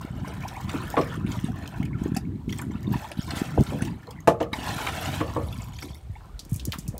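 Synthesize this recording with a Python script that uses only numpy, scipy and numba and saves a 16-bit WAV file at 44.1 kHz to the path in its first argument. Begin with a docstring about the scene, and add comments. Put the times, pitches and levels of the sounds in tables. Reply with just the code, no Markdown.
"""A hooked fish thrashes at the surface beside a small open boat and is hauled aboard.
Its tail slaps up spray and traps air in the water. Each bubble rings like a tiny bell: big ones low,
small ones high. Heavy blows make the hull ring, and the fish bumps and the tackle clicks as it comes
over the side. Wind rumbles and buffets on the microphone, over a soft wash of waves."""
import sys
import numpy as np
from scipy import signal
from scipy.fft import rfft, irfft, next_fast_len
from scipy.io import wavfile
from scipy.ndimage import uniform_filter1d, map_coordinates
from numba import njit

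SR = 44100
rng = np.random.default_rng(int(sys.argv[2]) if len(sys.argv) > 2 else 0)


def store_wav(level_fs):
    """Save 16-bit WAV to argv[1]."""
    pcm = np.round(np.clip(np.atleast_2d(level_fs), -1, 1) * 32767)
    wavfile.write(sys.argv[1], SR, pcm.T.astype(np.int16))


N = 308259
TIME = np.arange(N) / SR

# bouts of thrashing: (time [s], hold [s], bubbling [dB], spray [dB])
BOUTS = [(0, 0.011, -43.5, -51), (0.116, 0.1, -50.5, -61.5), (0.233, 0.42, -45.5, -55.5),
         (0.67, 0.46, -43, -52.5), (1.271, 0.2, -46, -51.5), (1.542, 0.24, -46.5, -58.5),
         (1.967, 0.11, -46.5, -59.5), (2.473, 0.12, -51, -52.5), (2.695, 0.4, -50, -63.5),
         (2.901, 0.13, -46.5, -48), (3.159, 0.099, -51, -48), (3.27, 0.11, -40, -48.5),
         (3.347, 0.02, -40, -35.5), (3.529, 0.33, -46, -51), (4.012, 0.029, -47.5, -64),
         (4.516, 0.088, -43, -47.5), (4.613, 0.56, -38, -41.5), (4.64, 0.024, -40.5, -42),
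         (5.247, 0.38, -51.5, -53), (5.575, 0.06, -53.5, -50), (5.736, 0.16, -69, -53),
         (6.114, 0.066, -72, -64), (6.494, 0.34, -72, -62)]
# tail slaps and falling sheets of water: (time [s], body [dB], pitch [Hz], fizz [dB])
TAIL_SLAPS = [(0.432, -29.5, 1500, -63), (0.481, -33, 2190, -32), (0.692, -25.5, 2000, -39),
              (1.011, -27.5, 2580, -41), (1.263, -32.5, 1778, -46), (1.317, -29.5, 1870, -34.5),
              (1.657, -36, 2940, -61), (1.851, -37, 2860, -44), (2.146, -33, 2200, -41),
              (2.165, -24, 3130, -26.5), (2.492, -30.5, 2950, -72), (2.525, -30.5, 1970, -31.5),
              (2.589, -28, 1530, -48), (2.615, -29.5, 1430, -32), (2.936, -29.5, 1160, -70),
              (3.04, -36, 2020, -50), (3.115, -27.5, 2690, -40), (3.305, -22.5, 2680, -36),
              (3.664, -31, 1880, -59), (3.702, -31.5, 1240, -44), (3.82, -29, 1700, -28),
              (3.873, -35, 1700, -42), (4.11, -50, 1500, -38.5), (4.426, -30, 1430, -40),
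              (4.53, -17.5, 2280, -40), (4.781, -26, 1510, -38), (4.866, -17.5, 1920, -38),
              (4.886, -22, 1710, -45), (5.057, -26, 2600, -35.5), (5.733, -38, 4200, -59),
              (5.785, -30.5, 3130, -55), (5.823, -25.5, 3600, -59)]
# air pockets and drips that ring: (time [s], level [dB], pitch [Hz])
AIR_POCKETS = [(0.01, -29, 1025), (.246, -27.5, 994), (0.941, -8.5, 775), (1.484, -32.5, 696),
               (1.828, -29, 2020), (1.931, -34, 2020), (2.163, -25, 710), (2.526, -31, 1930),
               (2.937, -22, 882), (3.043, -31.5, 840), (3.28, -29, 994), (3.808, -27, 1430),
               (3.872, -32.5, 866), (4.187, -39, 1880), (4.538, -31, 815), (4.788, -21, 1114),
               (4.866, -15.5, 1095), (5.08, -27.5, 726), (5.952, -45.5, 2020), (6.154, -38.5, 2110),
               (6.295, -41, 1120)]
# air holes closing or opening: (time [s], level [dB], first pitch [Hz], last pitch [Hz], length [s])
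CAVITIES = [(0.445, -31, 585, 1240, 0.023), (0.552, -37, 1930, 2640, 0.022),
            (0.561, -34.5, 1234, 630, 0.025), (1.132, -37, 892, 1330, 0.036),
            (1.803, -43, 1000, 1460, .025), (1.938, -43.5, 1560, 1100, 0.039),
            (6.155, -42.5, 736, 1010, 0.019)]
# water gulping under the fish and against the boat, and at the end the fish sliding across the deck: (time [s],
# level [dB], pitch [Hz], fade time [s])
HOLLOWS = [(.268, -33.5, 417, 0.2), (.742, -23.5, 282, 0.15), (1.0, -13, 500, 0.055),
           (3.108, -34.5, 446, 0.12), (3.576, -6.5, 485, 0.02), (3.598, -27.5, 430, 0.1),
           (3.706, -30.5, 483, 0.32), (4.075, -33, 497, 0.12), (5.46, -40, 550, 0.31),
           (5.61, -49.5, 730, 0.77), (5.822, -35.5, 330, 0.3), (5.9, -47.5, 617, 0.21),
           (6.2, -52.5, 940, 0.53), (6.93, -43, 503, 0.49)]
# single drops landing close by: (time [s], tick [dB], bubble [dB], bubble pitch [Hz])
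NEAR_DROPS = [(.013, -39, -44, 8300), (.281, -40, -36, 5640), (0.853, -42, -41, 3600),
              (.902, -26, -41, 6920), (1.442, -48, -34, 8550), (1.676, -30, -32.5, 3040),
              (1.829, -39, -36, 2940), (2.037, -36, -40, 6350), (2.585, -31.5, -29, 8250),
              (2.83, -38, -56, 7060), (3.228, -50, -33.5, 5400), (3.608, -31, -39, 4500),
              (3.636, -33, -30.5, 8200), (4.07, -49, -41, 4100), (4.108, -36, -40.5, 3240),
              (4.204, -42, -42, 6300), (5.485, -51, -36, 3780), (5.856, -42, -39, 11800),
              (5.946, -38.5, -41.5, 3620)]
# blows on the hull: (time [s], thud [dB], push time [s], ring [dB], crack [dB], top of the crack [Hz],
# centre of the ring [Hz], place along the hull [m])
HULL_BLOWS = [(.968, -20.5, 0.015, -17, -23.5, 3970, 540, .784),
              (4.274, -12, 0.009, -12.5, -19, 12100, 530, 2.678),
              (4.403, -23.5, 0.01, -21, -30.5, 7100, 403, 0.29),
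              (5.203, -25, 0.011, -24, -28, 3000, 438, 0.333),
              (5.36, -30, 0.0083, -21, -32.5, 1790, 480, 2.9)]
# the tones of the hull's panels: (pitch [Hz], level [dB], fade time [s])
HULL_TONES = [(257, 3.5, 0.21), (312.8, 9, 0.19), (363, -8, 0.32), (467.2, 0, 0.28), (528, -6.5, 0.33),
              (590, -26, 0.099), (668.4, 1.5, 0.15), (790, -7, 0.072), (853, -6, 0.25), (916, 1, 0.12),
              (1031, 2.5, 0.13), (1130, 4, 0.18), (1230, -4, 0.11), (1480, -21, 0.23), (1754, -4, 0.15)]
# dull bumps as the fish is swung in: (time [s], level [dB], first pitch [Hz], fade time [s])
FISH_BUMPS = [(5.901, -31, 200, .09), (6.096, -25, 153, 0.14), (6.519, -16, 199, 0.093),
              (6.557, -25.5, 180, 0.061), (6.671, -27, 398, 0.085), (6.678, -20.5, 168, 0.07),
              (6.685, -38, 640, .025), (6.784, -25.5, 227, 0.033), (6.883, -20.5, 190, .07)]
# rod, hook and tackle clicking: (time [s], tick [dB], ring [dB], ring pitch [Hz])
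TACKLE_CLICKS = [(6.393, -41, -37.5, 4700), (6.45, -42, -53, 6650), (6.495, -44, -49, 8500),
                 (6.513, -42, -52, 9500), (6.53, -40, -45, 8500), (6.543, -31, -43, 7450),
                 (6.561, -33, -40, 8300), (6.596, -44, -39.5, 3670), (6.653, -21, -37, 6800),
                 (6.721, -28.5, -30, 3080), (6.733, -50, -32.5, 1240), (6.741, -55, -38, 1070),
                 (6.786, -34, -38, 7100), (6.879, -31, -39.5, 7250), (6.98, -29, -48, 5730)]
# the wind's slow rise and fall: (time [s], level [dB])
WIND_LEVELS = [(0, -34), (.4, -36.5), (.77, -34.5), (.92, -41), (1.17, -31.5), (1.62, -35), (1.85, -31),
               (2.3, -31), (2.62, -34), (2.93, -28.5), (3.07, -41), (3.28, -32.5), (3.68, -36),
               (3.85, -31.5), (4.03, -38.5), (4.25, -39), (4.52, -34.5), (4.95, -36.5), (5.12, -36),
               (5.26, -39.5), (5.45, -32), (5.74, -41.5), (6.1, -49), (6.22, -46.5), (6.7, -39),
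               (6.99, -37.5)]
# sheltered by the angler, the wind turns deeper: (time [s], bass gain [dB], deep rumble gain [dB])
WIND_SHELTER = [(0, 1, -17), (4, -4, -46), (5.2, 3.5, -28), (6.2, 6, 4), (6.6, -12, -1.5), (7, -9, -5.5)]
# strong swirls of air hitting the microphone: (time [s], level [dB], pitch [Hz])
STRONG_EDDIES = [(0.236, -20, 168), (1.25, -14.5, 192), (1.444, -12, 187), (1.804, -16.5, 161),
                 (1.846, -17, 161), (2.019, -14.5, 200), (2.061, -12.5, 266), (2.121, -13.5, 212),
                 (2.755, -15, 176), (2.958, -16.5, 194), (3.193, -15, 179), (3.419, -11, 234),
                 (3.584, -8.5, 328), (3.591, -9.5, 96), (3.824, -11.5, 197)]
# tone colours, or how strong each sound is from low to high: (frequency [Hz], level [dB])
WATER_SPECTRUM = [(250, 19), (500, -1), (700, 3.5), (1120, 0.5), (1320, -1.5), (1650, -2), (2300, -7),
                  (3200, -7), (5000, -15.5), (8500, -18.5), (10300, -23), (12000, -22), (16000, -27.5)]
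DROP_SPECTRUM = [(1000, -23), (3000, 4), (6000, 11), (9000, 7.5), (10300, -1), (12000, 8), (15000, 5)]
THUD_SPECTRUM = [(30, -47), (60, -11), (170, 1.5), (320, -22), (480, 0.5), (680, -2), (950, -21.5),
                 (1200, -1.5), (1550, -32), (2500, -18), (5000, -32), (16000, -45)]
CRACK_SPECTRUM = [(300, 3.5), (1100, 13), (3500, -4), (4600, -9.5), (6500, -7), (10000, -13), (16000, -9)]
WIND_SPECTRUM = [(20, -19), (32, -36), (48, -4), (70, 2), (130, 2.5), (190, -2), (290, -7.5), (370, -14.5),
                 (470, -29), (700, -70), (2000, -90)]
SEA_SPECTRUM = [(60, -38), (300, 8.5), (900, -1), (2000, -10.5), (4000, -11.5), (5500, -18), (9000, -16.5),
                (10300, -26), (12000, -18.5), (16000, -25)]

TOP_HZ = 15700  # the treble ends here


def thrashing(column, fall_db_per_s, idle_db):
    """Level of the churned water in dB: each bout rises, holds while the fish beats, then settles."""
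    t, rise_s = TIME[::40], 0.022
    power = undb(2 * idle_db)  # water running off between bouts
    for bout in BOUTS:
        age, hold_s = t - bout[0], bout[1]
        rise = np.clip(age / rise_s, 0, 1)
        db = bout[column] - fall_db_per_s * np.maximum(age - hold_s, 0)
        power = power + (rise * undb(db)) ** 2
    return np.interp(TIME, t, 10 * np.log10(power))


def churn(bubbling_db, spray_db):
    """The fish stirs up bubbles, crackling drops and froth: big ones burble, small ones hiss as spray."""
    bubbles = cloud(count=2200, size=3, low_hz=400, high_hz=14000, cycles=64, scatter_db=4.6, glide=.06)
    drops = cloud(count=3600, size=5, low_hz=400, high_hz=17000, cycles=14, scatter_db=4.2, glide=0.)
    froth = cloud(count=12000, size=6, low_hz=400, high_hz=17000, cycles=45, scatter_db=1, glide=.05)
    rush = unit(band(rng.standard_normal(N), 400, "high"))
    # harder thrashing merges the drops into froth, then into a smooth rush
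    drops_db = -2.5
    froth_db = np.clip((bubbling_db + 47.5) * 1.3, -3, 6)
    rush_db = np.minimum(2 * (bubbling_db + 43), 4)
    water = bubbles + undb(drops_db) * drops + undb(froth_db) * froth + undb(rush_db) * rush
    water /= np.sqrt(1 + undb(2 * drops_db) + undb(2 * froth_db) + undb(2 * rush_db))
    water = colour(water, WATER_SPECTRUM) * undb(1.4 * wander(35))  # it lands in clumps
    bubbling = unit(band(water, 2320, "low", order=3)) * undb(bubbling_db)
    spray = unit(band(water, 2720, "high", order=3)) * undb(spray_db)
    return bubbling + spray


def slaps():
    """Each slap is a sudden burst of bubbles around one size, with a fizz of fine drops on top."""
    out = np.zeros(N)
    spatter = cloud(count=14000, size=4, low_hz=400, high_hz=17000, cycles=40, scatter_db=2, glide=.1)
    for start, db, hz, fizz_db in TAIL_SLAPS:
        drops = spatter[int(start * SR):][:SR // 5]
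        t60 = 0.049 * (1500 / hz) ** 0.5  # bigger bubbles last longer
        spectrum = [(hz / 5, -16), (hz / 2, -5), (hz, 0), (hz * 1.6, -6), (hz * 3, -23), (hz * 9, -44)]
        body = colour(drops, spectrum)
        fizz = colour(drops, [(2500, -22), (5200, 0), (9000, -1), (11000, -7), (15000, -13)])
        add(out, start, undb(db) * burst(body, t60, rise_s=0.003))
        add(out, start, undb(fizz_db) * burst(fizz, t60=0.02, rise_s=0.0011))
    return out


def plops():
    """Big air pockets dragged under by the tail break up fast; small drips ring longer. Both chirp up."""
    start, db, hz = (np.array(column, float) for column in zip(*AIR_POCKETS))
    cycles = np.clip(-1.8 * db, 20, 70)
    return ring_bubbles(start, hz, cycles, undb(db), glide=.45)


def gurgles():
    """The air in a hole sings a short note that rises as the hole closes or falls as it opens."""
    out = np.zeros(N)
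    for start, db, from_hz, to_hz, length_s in CAVITIES:
        progress = np.linspace(0, 1, int(length_s * SR))
        hz = from_hz * (to_hz / from_hz) ** progress
        add(out, start, undb(db) * np.sin(np.pi * progress) * np.sin(2 * np.pi * np.cumsum(hz) / SR))
    return out


def stray_bubbles(bubbling_db, count=190, size=3):
    """Air pockets split into a few unlike bubbles, louder in busy water until the froth swallows them."""
    spread_s, spread_octaves = 0.035, 0.62
    when, radius, force = rng.random((3, count, 1))
    lag, detune, share = rng.random((3, count, size))
    start = when * N / SR + spread_s * lag
    hz = (560 * 5 ** radius * 2 ** (spread_octaves * (detune - .5))).ravel()
    water_db = np.minimum(bubbling_db[(when * N).astype(int)], -43.5)
    peak = undb(water_db + 9 + 7.5 * (2 * force - 1) - 5 * radius) * share
    cycles = 49 * np.sqrt(hz / 1500)
    return ring_bubbles(start.ravel(), hz, cycles, peak.ravel(), glide=0.23)


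def gulps():
    """A hollow in the water caves in and makes a dull cluster of very big bubbles; the same dull burst also
    gives the fish scraping across the deck."""
    out = np.zeros(N)
    pockets = cloud(count=4000, size=3, low_hz=200, high_hz=2000, cycles=12, scatter_db=1, glide=.15)
    for k, (start, db, hz, t60) in enumerate(HOLLOWS):
        bubbles = pockets[k * SR // 3:][:SR // 3]
        hollow = colour(bubbles, [(hz / 2.5, -12), (hz, 0), (hz * 1.7, -14), (hz * 4, -40)])
        add(out, start, undb(db) * burst(hollow, t60, rise_s=0.0023))
    return out


def droplets(spray_db, count=130):
    """Each drop ticks as it lands and traps a tiny ringing bubble."""
    ticks, t = np.zeros(N), TIME[:SR // 20]
    when, force, pitch = rng.random((count, 3)).T
    # flung drops stand out of the spray until it becomes a sheet
    db = np.minimum(spray_db[(when * N).astype(int)], -54) + 15 - 2 * force ** 2
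    flung = np.column_stack([when * N / SR, db, db - 11, 2300 * 4 ** pitch])  # laid out like NEAR_DROPS
    starts, tick_db, ring_db, hz = np.vstack([flung, NEAR_DROPS]).T.copy()
    for start, level_db in zip(starts, tick_db):
        add(ticks, start, undb(level_db) * fade(t, t60=0.0088) * (1 - np.exp(-t / 0.0003)))
    cycles = 77 * np.sqrt(hz / 5000)
    rings = ring_bubbles(starts + .001, hz, cycles, undb(ring_db), glide=0.12)
    return ticks * noise(N, DROP_SPECTRUM) + rings


def cloud(count, size, low_hz, high_hz, cycles, scatter_db, glide):
    """Each of `count` falling blobs of water makes `size` similar bubbles, some far louder than others."""
    when, pitch, force = rng.random((3, count, 1))
    lag, detune, life, share = rng.random((4, count, size))
    blob_hz = (np.sqrt(low_hz) + pitch * (np.sqrt(high_hz) - np.sqrt(low_hz))) ** 2
    hz = blob_hz * 2 ** ((detune - .5) / 2)
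    strength = -np.log(force + np.exp(-4)) * (hz / 4000) ** .25  # fine drops vary most in force
    peak = undb(scatter_db * strength) * hz ** (3 / 5) * share ** 2
    start = when * N / SR + .012 * lag ** 2
    ring_cycles = cycles * (.5 + life) * (hz / 3000) ** .4  # big bubbles break up after fewer cycles
    return unit(ring_bubbles(start.ravel(), hz.ravel(), ring_cycles.ravel(), peak.ravel(), glide))


@njit
def ring_bubbles(start, hz, cycles, peak, glide):
    """Each bubble is a pure tone that fades by 60 dB and glides up in pitch as it nears the surface."""
    out = np.zeros(N)
    for k in range(len(start)):
        first, length = int(start[k] * SR), int(cycles[k] * SR / hz[k]) + 2
        step, loss = 2 * np.pi * hz[k] / SR, np.exp(-6.9 / length)
        phase, size = 0., peak[k]
        for i in range(min(length, N - first)):
            phase += step * (1 + glide * i / length)
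            size *= loss
            out[first + i] += size * np.sin(phase) * min(phase / 11, 1.)
    return out


def water_echoes(x, bounce_gain=.4, scatter_db=-9):
    """The side of the boat throws back one close echo, and the facing waves a short scatter of them."""
    t = TIME[:SR // 10]
    echoes = rng.standard_normal(len(t)) * fade(t, t60=0.11) * (t > .002)
    scatter = signal.fftconvolve(x, echoes / np.sqrt(np.sum(echoes ** 2)))[:N]
    delay_s = .0011 * np.exp(.25 * wander(2))  # sways as fish and boat move
    bounce = map_coordinates(x, [(TIME - delay_s) * SR])
    return (x + bounce_gain * bounce) / np.hypot(1, bounce_gain) + undb(scatter_db) * scatter


def hull_blows():
    """A blow cracks on contact, swells to a thud as the weight follows, and leaves the panels ringing."""
    out, t = np.zeros(N), TIME[:SR // 2]
    hz, db, t60 = np.transpose(HULL_TONES)[:, :, None]
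    wavelength_m = .3 / np.sqrt(hz / 1000)  # of the waves that bend the hull
    for start, thud_db, push_s, ring_db, crack_db, top_hz, centre_hz, place_m in HULL_BLOWS:
        # a tone stays weak when the blow lands where that tone hardly moves the hull
        reach = .2 + np.abs(np.sin(2 * np.pi * place_m / wavelength_m))
        weight = reach * undb(db - 4 * np.log2(hz / centre_hz) ** 2)
        weight /= np.sqrt(np.sum(weight ** 2) / 2)
        detune, phase = rng.uniform(-1.05, 1, (2, len(HULL_TONES), 1))
        tones = weight * np.sin(2 * np.pi * (hz * (1 + 0.0045 * detune) * t + phase))
        shudder = noise(len(t), THUD_SPECTRUM)  # the rest of the boat
        swell = (t / push_s * np.exp(1 - t / push_s)) ** 3
        thud = unit((tones.sum(axis=0) + shudder / 2) * swell) * np.sqrt(np.mean(swell ** 2))
        boom = undb(-1.5) * band(shudder, 940, "low") * fade(t, 0.26)
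        ring = ((tones * fade(t, t60)).sum(axis=0) + boom) * (1 - np.exp(-t / push_s))
        crack = band(noise(len(t), CRACK_SPECTRUM) * fade(t, 0.13), top_hz, "low", order=4)
        add(out, start, undb(thud_db) * thud + undb(ring_db) * ring + undb(crack_db) * crack)
    return out


def fish_bumps(rise_s=0.0024, sag_s=0.012, end_share=0.366):
    """The soft, heavy fish bumps aboard: a short low tone that sinks in pitch as it dies."""
    out, t = np.zeros(N), TIME[:SR // 5]
    sag = end_share + (1 - end_share) * np.exp(-t / sag_s)
    for start, db, hz, t60 in FISH_BUMPS:
        shape = (1 - np.exp(-t / rise_s)) ** 2 * fade(t, t60)
        add(out, start, undb(db) * shape / shape.max() * np.sin(2 * np.pi * np.cumsum(hz * sag) / SR))
    return out


def tackle():
    """Hard fishing gear strikes with a bright tick, then a short rattling ring."""
    out, t = np.zeros(N), TIME[:SR // 5]
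    snap = fade(t, t60=.006)
    rattle = undb(-14) * snap + fade(t, 0.057) + undb(-13) * fade(t, 0.23)  # hit, ring, echo in the boat
    for start, tick_db, ring_db, hz in TACKLE_CLICKS:
        tick = noise(len(t), [(1200, -32), (3500, -10), (7000, -1), (11000, 11.5), (15000, 9.5)])
        ring = noise(len(t), [(hz / 3, -36), (hz / 1.4, -5), (hz, 0), (hz * 1.8, -11), (hz * 3.5, -23)])
        add(out, start, undb(tick_db) * tick * snap + undb(ring_db) * ring * rattle)
    return out


def wind(gust_db=2.14, buffet_at_s=3.61, buffet_half_s=0.016):
    """Air tumbles over the microphone; stronger wind makes smaller, faster swirls that sound higher."""
    db = curve(WIND_LEVELS, column=1) + gust_db * wander(14)
    rumble = noise(N, WIND_SPECTRUM)
    rumble /= np.sqrt(uniform_filter1d(rumble ** 2, size=3000))  # even it out before the gusts shape it
    bass = band(band(rumble, 124, "low")[::-1], 150, "low")[::-1]
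    flutter = rumble - bass
    bass_gain = undb(curve(WIND_SHELTER, column=1))
    flutter_gain = undb(1.37 * np.minimum(db + 33, 3))
    deep = undb(curve(WIND_SHELTER, column=2)) * noise(N, [(20, -33), (45, 1), (70, 2), (300, -88)])
    buffet = undb(-10) * np.exp(-((TIME - buffet_at_s) / buffet_half_s) ** 4) * flutter  # one heavy gust
    return undb(db) * (deep + bass_gain * bass + flutter_gain * flutter) + buffet


def eddies(count=45):
    """Each swirl of air pushes and pulls once; small ones come at random and grow with the wind."""
    out, t = np.zeros(N), TIME[:SR // 10] - 1 / 20
    when, weakness, pitch = rng.random((count, 3)).T
    wind_db = curve(WIND_LEVELS, column=1)[(when * N).astype(int)]
    lull_db = np.minimum(wind_db + 35, 0)  # weaker still in a lull
    small_db = wind_db + lull_db + 14.5 - 3 * weakness
    small_eddies = zip(when * N / SR, small_db, 174 * 2 ** (pitch - .5))
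    for start, db, hz in [*small_eddies, *STRONG_EDDIES]:
        shape = np.exp(-(t * hz / 0.47) ** 2)
        add(out, start + t[0], undb(db) * shape * np.cos(2 * np.pi * (hz * t + rng.random())))
    return out


def sea():
    """Waves all around make a soft wash that slowly swells and sinks."""
    return noise(N, SEA_SPECTRUM) * undb(-59 + 1.5 * wander(3))


def undb(db):
    """Turn decibels into a gain to multiply by."""
    return 10 ** (np.asarray(db) / 20)


def unit(x):
    """Scale a sound to an average strength (rms) of 1."""
    return x / np.sqrt(np.mean(x ** 2))


def curve(table, column):
    """One column of a table, joined by straight lines in time."""
    rows = np.array(table)
    return np.interp(TIME, rows[:, 0], rows[:, column])


def colour(x, points):
    """Shape a sound's tone with (frequency [Hz], level [dB]) points, at strength 1."""
    hz, db = np.transpose(points)
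    size = next_fast_len(len(x))
    freqs = np.maximum(np.fft.rfftfreq(size, 1 / SR), 1)
    gain = undb(np.interp(np.log(freqs), np.log(hz), db))
    return unit(irfft(rfft(x, size) * gain, size)[:len(x)])


def noise(length, points):
    """Random noise with the given tone colour."""
    return colour(rng.standard_normal(length), points)


def band(x, hz, kind, order=2):
    """Keep what is below ("low") or above ("high") a frequency."""
    return signal.sosfilt(signal.butter(order, np.minimum(hz, TOP_HZ), kind, fs=SR, output="sos"), x)


def fade(t, t60):
    """Die away by 60 dB in t60 seconds, the fade time."""
    return np.exp(-np.log(1000) * t / t60)


def burst(grains, t60, rise_s):
    """Make a steady sound start suddenly and die away."""
    t = TIME[:len(grains)]
    shape = fade(t, t60) * (1 - np.exp(-t / rise_s))
    return unit(grains * shape) * np.sqrt(np.mean(shape ** 2))


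def wander(rate_hz):
    """A smooth random drift of strength 1."""
    steps = rng.standard_normal(4096)
    return unit(np.interp(TIME * rate_hz, np.arange(len(steps)), steps))


def add(track, start, sound):
    """Mix a sound into a track at a start time in seconds."""
    i = max(int(start * SR), 0)
    track[i:i + len(sound)] += sound[:max(N - i, 0)]


def scene():
    """Fish, boat, wind and sea at one microphone."""
    bubbling_db = thrashing(column=2, fall_db_per_s=61.5, idle_db=-64)
    spray_db = thrashing(column=3, fall_db_per_s=144, idle_db=-76)
    splashes = churn(bubbling_db, spray_db) + slaps() + plops() + gurgles()
    water = water_echoes(splashes + stray_bubbles(bubbling_db) + gulps() + droplets(spray_db))
    return (water + hull_blows() + fish_bumps() + tackle() + wind() + eddies() + sea())[None]


def record(dry):
    """The phone cuts the deepest bass and the top of the treble."""
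    thin = band(dry, 35.5, "high", order=3)
    return signal.sosfilt(signal.ellip(10, .2, 80, TOP_HZ, fs=SR, output="sos"), thin)


dry = scene()
out = record(dry)
store_wav(out)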